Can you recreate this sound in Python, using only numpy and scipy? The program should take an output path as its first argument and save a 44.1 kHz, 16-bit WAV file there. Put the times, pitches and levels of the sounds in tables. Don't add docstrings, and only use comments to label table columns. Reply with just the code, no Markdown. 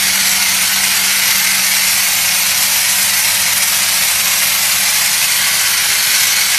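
import sys
import numpy as np
from scipy import signal
from scipy.fft import rfft, irfft, next_fast_len
from scipy.io import wavfile
from scipy.ndimage import map_coordinates

SR = 44100
rng = np.random.default_rng(int(sys.argv[2]) if len(sys.argv) > 2 else 0)


def master(y):
    cut = np.clip(np.atleast_2d(y).T, -1, 1)
    pcm = np.round(cut * 32767)
    wavfile.write(sys.argv[1], SR, pcm.astype(np.int16))


N = 290178
CUTOFF_HZ = 14200


def from_db(db):
    return 10 ** (np.asarray(db) / 20)


def rms_one(x):
    return x / np.sqrt(np.mean(x ** 2) + 1e-20)


def in_time(rows):
    times, *columns = np.transpose(rows)
    return [np.interp(np.arange(N) / SR, times, column) for column in columns]


def filtered(x, gain_at):
    size = next_fast_len(N + SR // 10)
    hz = np.maximum(np.arange(size // 2 + 1) * SR / size, 1)
    return irfft(rfft(x, size) * gain_at(hz), size)[:N]


def coloured(x, spectrum):
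    points_hz, level_db = np.transpose(spectrum)
    return rms_one(filtered(x, lambda hz: from_db(np.interp(np.log(hz), np.log(points_hz), level_db))))


def drift(slow_hz, fast_hz):
    noise = rng.standard_normal(N)
    return rms_one(filtered(noise, lambda hz: 1 / (1 + (slow_hz / hz) ** 4) / (1 + (hz / fast_hz) ** 2)))


def swells(rows):
    t = np.arange(N) / SR
    return sum(db * 2 ** -(2 * (t - middle) / length) ** 2 for middle, length, db in rows)


def resonance(x, hz, width_hz):
    r = np.exp(-np.pi * width_hz / SR)
    feedback = [1, -2 * r * np.cos(2 * np.pi * hz / SR), r * r]
    return signal.lfilter(np.array([1, 0, -1]) * (1 - r * r) / 2, feedback, x + 1e-18)


def workshop(x, fade_s, echo_db, spots=9):
    t = np.arange(SR // 3) / SR
    path, echoes = np.linspace(0, spots - 1, N), 0
    for spot in range(spots):
        tail = rms_one(rng.standard_normal(len(t)) * from_db(-60 * t / fade_s)) / np.sqrt(len(t))
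        share = np.cos(np.pi / 2 * np.minimum(abs(path - spot), 1))
        echoes = echoes + share * signal.oaconvolve(x, tail)[:N]
    return rms_one(x + from_db(echo_db) * echoes)


def pit(x, echo_db, sway_s, count=6):
    out = x
    for delay_s in rng.uniform(0.001992, .008, count):
        delay = (delay_s + sway_s * drift(slow_hz=.15, fast_hz=0.56)) * SR
        out = out + from_db(echo_db) * map_coordinates(x, [np.arange(N) - delay], order=1, mode="wrap")
    return rms_one(out)


def tone(turns, per_turn, level_db, waver_db):
    level = from_db(level_db + waver_db * drift(slow_hz=1, fast_hz=22))
    return np.sqrt(2) * level * np.sin(2 * np.pi * (per_turn * turns + rng.random()))


def mill(near, blades=4):
    # t/s, blade tone/dB, its octave/dB, roar/dB
    fan_levels = [(0, -36, -50, -44.5), (.55, -37.5, -53.5, -46.5), (1.05, -38.3, -47, -46),
                  (1.6, -37.5, -53.5, -64), (2.2, -44, -55.5, -53), (3.1, -41.5, -58, -50.5),
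                  (3.8, -43.2, -53, -48.5), (4.8, -42.5, -53, -55), (5.35, -49, -52, -51.5),
                  (5.85, -48.5, -46.5, -49), (6.58, -55, -50, -53)]
    # vibrations per turn, level by the hose/dB, level at the nozzle/dB
    rotor_tones = [(1, -53, -53), (2, -50, -46.5), (6, -66, -62), (12, -59, -43), (17, -49.5, -56),
                   (20, -55, -57), (28, -42, -53)]
    # f/Hz, relative level/dB
    rumble_colour = [(15, -22), (38, -21), (62, -3), (85, -2), (135, 1), (160, 2.5), (205, 1.5),
                     (250, -9.5), (400, -22), (1500, -49)]
    # f/Hz, relative level/dB
    roar_colour = [(100, -7), (230, 3), (265, -2), (310, 3.5), (380, -5), (440, -2), (600, -10.5),
                   (1500, -33)]
    blade_db, octave_db, roar_db = in_time(fan_levels)
    turns_per_s = 48.43 + .066 * np.arange(N) / SR
    turns = np.cumsum(turns_per_s * (1 + 0.0005 * drift(slow_hz=0.72, fast_hz=6))) / SR
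    hum = tone(turns, blades, blade_db, waver_db=1.0) + tone(turns, 2 * blades, octave_db, waver_db=2.5)
    rotor = sum(tone(turns, round(per_turn), far_db + (near_db - far_db) * near, waver_db=2.1)
                for per_turn, far_db, near_db in rotor_tones)
    rumble_gain = from_db(-42.5 + 1.2 * drift(slow_hz=1.7, fast_hz=11))
    rumble = rumble_gain * coloured(rng.standard_normal(N), rumble_colour)
    roar_gain = from_db(roar_db + 2.5 * drift(slow_hz=3.6, fast_hz=12))
    roar = roar_gain * coloured(rng.standard_normal(N), roar_colour)
    return hum + rotor + rumble + roar


def air_hiss(near):
    # f/Hz, relative level/dB
    air_colour = [(250, -45), (440, -26), (490, -10.5), (720, -3.5), (1250, -6.5), (2400, 4.5), (3450, -1),
                  (4200, 1.5), (6200, 1), (7300, -6), (8300, -2), (12800, 2.5), (13600, -2), (14200, -12)]
    return from_db(-4 + 1.5 * near) * coloured(rng.standard_normal(N), air_colour)


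def impacts(per_s, spread_db):
    sizes = from_db(spread_db * np.minimum(rng.exponential(1, N), 3))
    return sizes * rng.choice([-1, 1], N) * (rng.random(N) < per_s / SR)


def pipe_ring(hits, notes):
    out = 0
    for hz, width_hz, db in notes:
        ring = resonance(hits * rng.standard_normal(N), hz, width_hz)
        out = out + from_db(db) * resonance(ring, hz, hz / 2)
    return rms_one(out)


def grain(near):
    # f/Hz, relative level/dB
    crack_colour = [(300, -30.5), (480, -27), (700, -3), (1200, -1), (2300, 1.5), (3500, -0.5), (4400, 1),
                    (6200, 3.5), (7400, 1.5), (8200, 1.5), (10000, 0.5), (12800, -10.5), (13600, -9),
                    (14200, -25.5)]
    # f/Hz, width/Hz, relative level/dB
    pipe_notes = [(1955, 95, -6.5), (2122, 140, -3.5), (2216, 180, -8.5), (2470, 115, -10),
                  (4005, 280, -11), (4500, 260, -12), (5740, 400, -10)]
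    # f/Hz, width/Hz, relative level/dB
    hose_notes = [(1560, 130, -2), (2070, 160, -7), (2985, 200, -6.5), (3235, 620, -10.5), (4450, 270, -5),
                  (5580, 100, -7)]
    # t/s, length/s, ring change/dB
    clumps = [(.688, 0.075, -10), (.878, 0.053, 0.5), (.98, 0.062, -4), (1.094, 0.06, 3),
              (1.316, .015, 6.5), (1.469, .015, 6), (1.783, 0.081, 4.5), (2.315, .05, 5), (2.857, .07, 3),
              (3.74, 0.11, -5), (4.439, .05, 2), (4.724, 0.056, -4), (5.041, .09, 3), (5.302, 0.035, 6),
              (6.115, .07, 4), (6.42, .04, 1)]
    clumps_db = drift(slow_hz=7.4, fast_hz=18) + swells(clumps)
    crack_db = -4 + drift(slow_hz=11, fast_hz=25)
    crack = from_db(crack_db) * coloured(impacts(per_s=7000, spread_db=2.5), crack_colour)
    pipe_db = -8 - 3.5 * near + clumps_db + 0.77 * drift(slow_hz=16, fast_hz=50)
    pipe = from_db(pipe_db) * pipe_ring(impacts(per_s=3000, spread_db=3.5), pipe_notes)
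    hose = from_db(-8 - 11 * near) * pipe_ring(impacts(per_s=4000, spread_db=1.0), hose_notes)
    return crack + pipe + hose


def flicker(x, depth_db, per_s, width_hz):
    hz, times, spectra = signal.stft(x, SR, nperseg=512)
    chance = rng.standard_normal((256, 512))
    grid = np.meshgrid(hz / width_hz, times * per_s, indexing="ij")
    patches = map_coordinates(chance, grid, order=1, mode="wrap")
    gain = from_db(depth_db * (hz / CUTOFF_HZ)[:, None] * np.minimum(rms_one(patches), 1))
    return rms_one(signal.istft(spectra * gain, SR)[1][:N])


def suction(near):
    # t/s, length/s, level change/dB
    surges = [(0.268, .04, 1.1), (1.292, .07, 1.1), (1.48, 0.09, -0.7), (1.84, .05, 0.3),
              (3.02, 0.056, 0.9), (4.182, 0.064, -0.5), (4.283, 0.064, 0.3), (4.716, .07, 0.5),
              (5.72, 0.11, -0.6), (6.227, .06, 0.7), (6.47, 0.034, -2.4)]
    flow_db = -13 + 0.64 * drift(slow_hz=5.8, fast_hz=33.8) + swells(surges)
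    rattle = from_db(-2) * workshop(grain(near), fade_s=0.19, echo_db=-12)
    rush = pit(rattle + air_hiss(near), echo_db=-18, sway_s=0.0001965)
    return from_db(flow_db) * flicker(rush, depth_db=4.5, per_s=18, width_hz=180)


def scene():
    # t/s, nearness (0 up by the hose, 1 down at the nozzle)
    microphone_path = [(0, 0.13), (1.2, 0.15), (2.2, 0.78), (2.8, 0.85), (3.7, 0.91), (4.9, .9),
                       (5.4, 0.072), (6.58, .05)]
    near, = in_time(microphone_path)
    return np.tile(suction(near) + mill(near), (2, 1))


def record(dry):
    rounded = dry / (1 + (dry / .95) ** 8) ** (1 / 8)
    return signal.sosfilt(signal.ellip(12, .1, 80, CUTOFF_HZ, fs=SR, output="sos"), rounded)


dry = scene()
out = record(dry)
master(out)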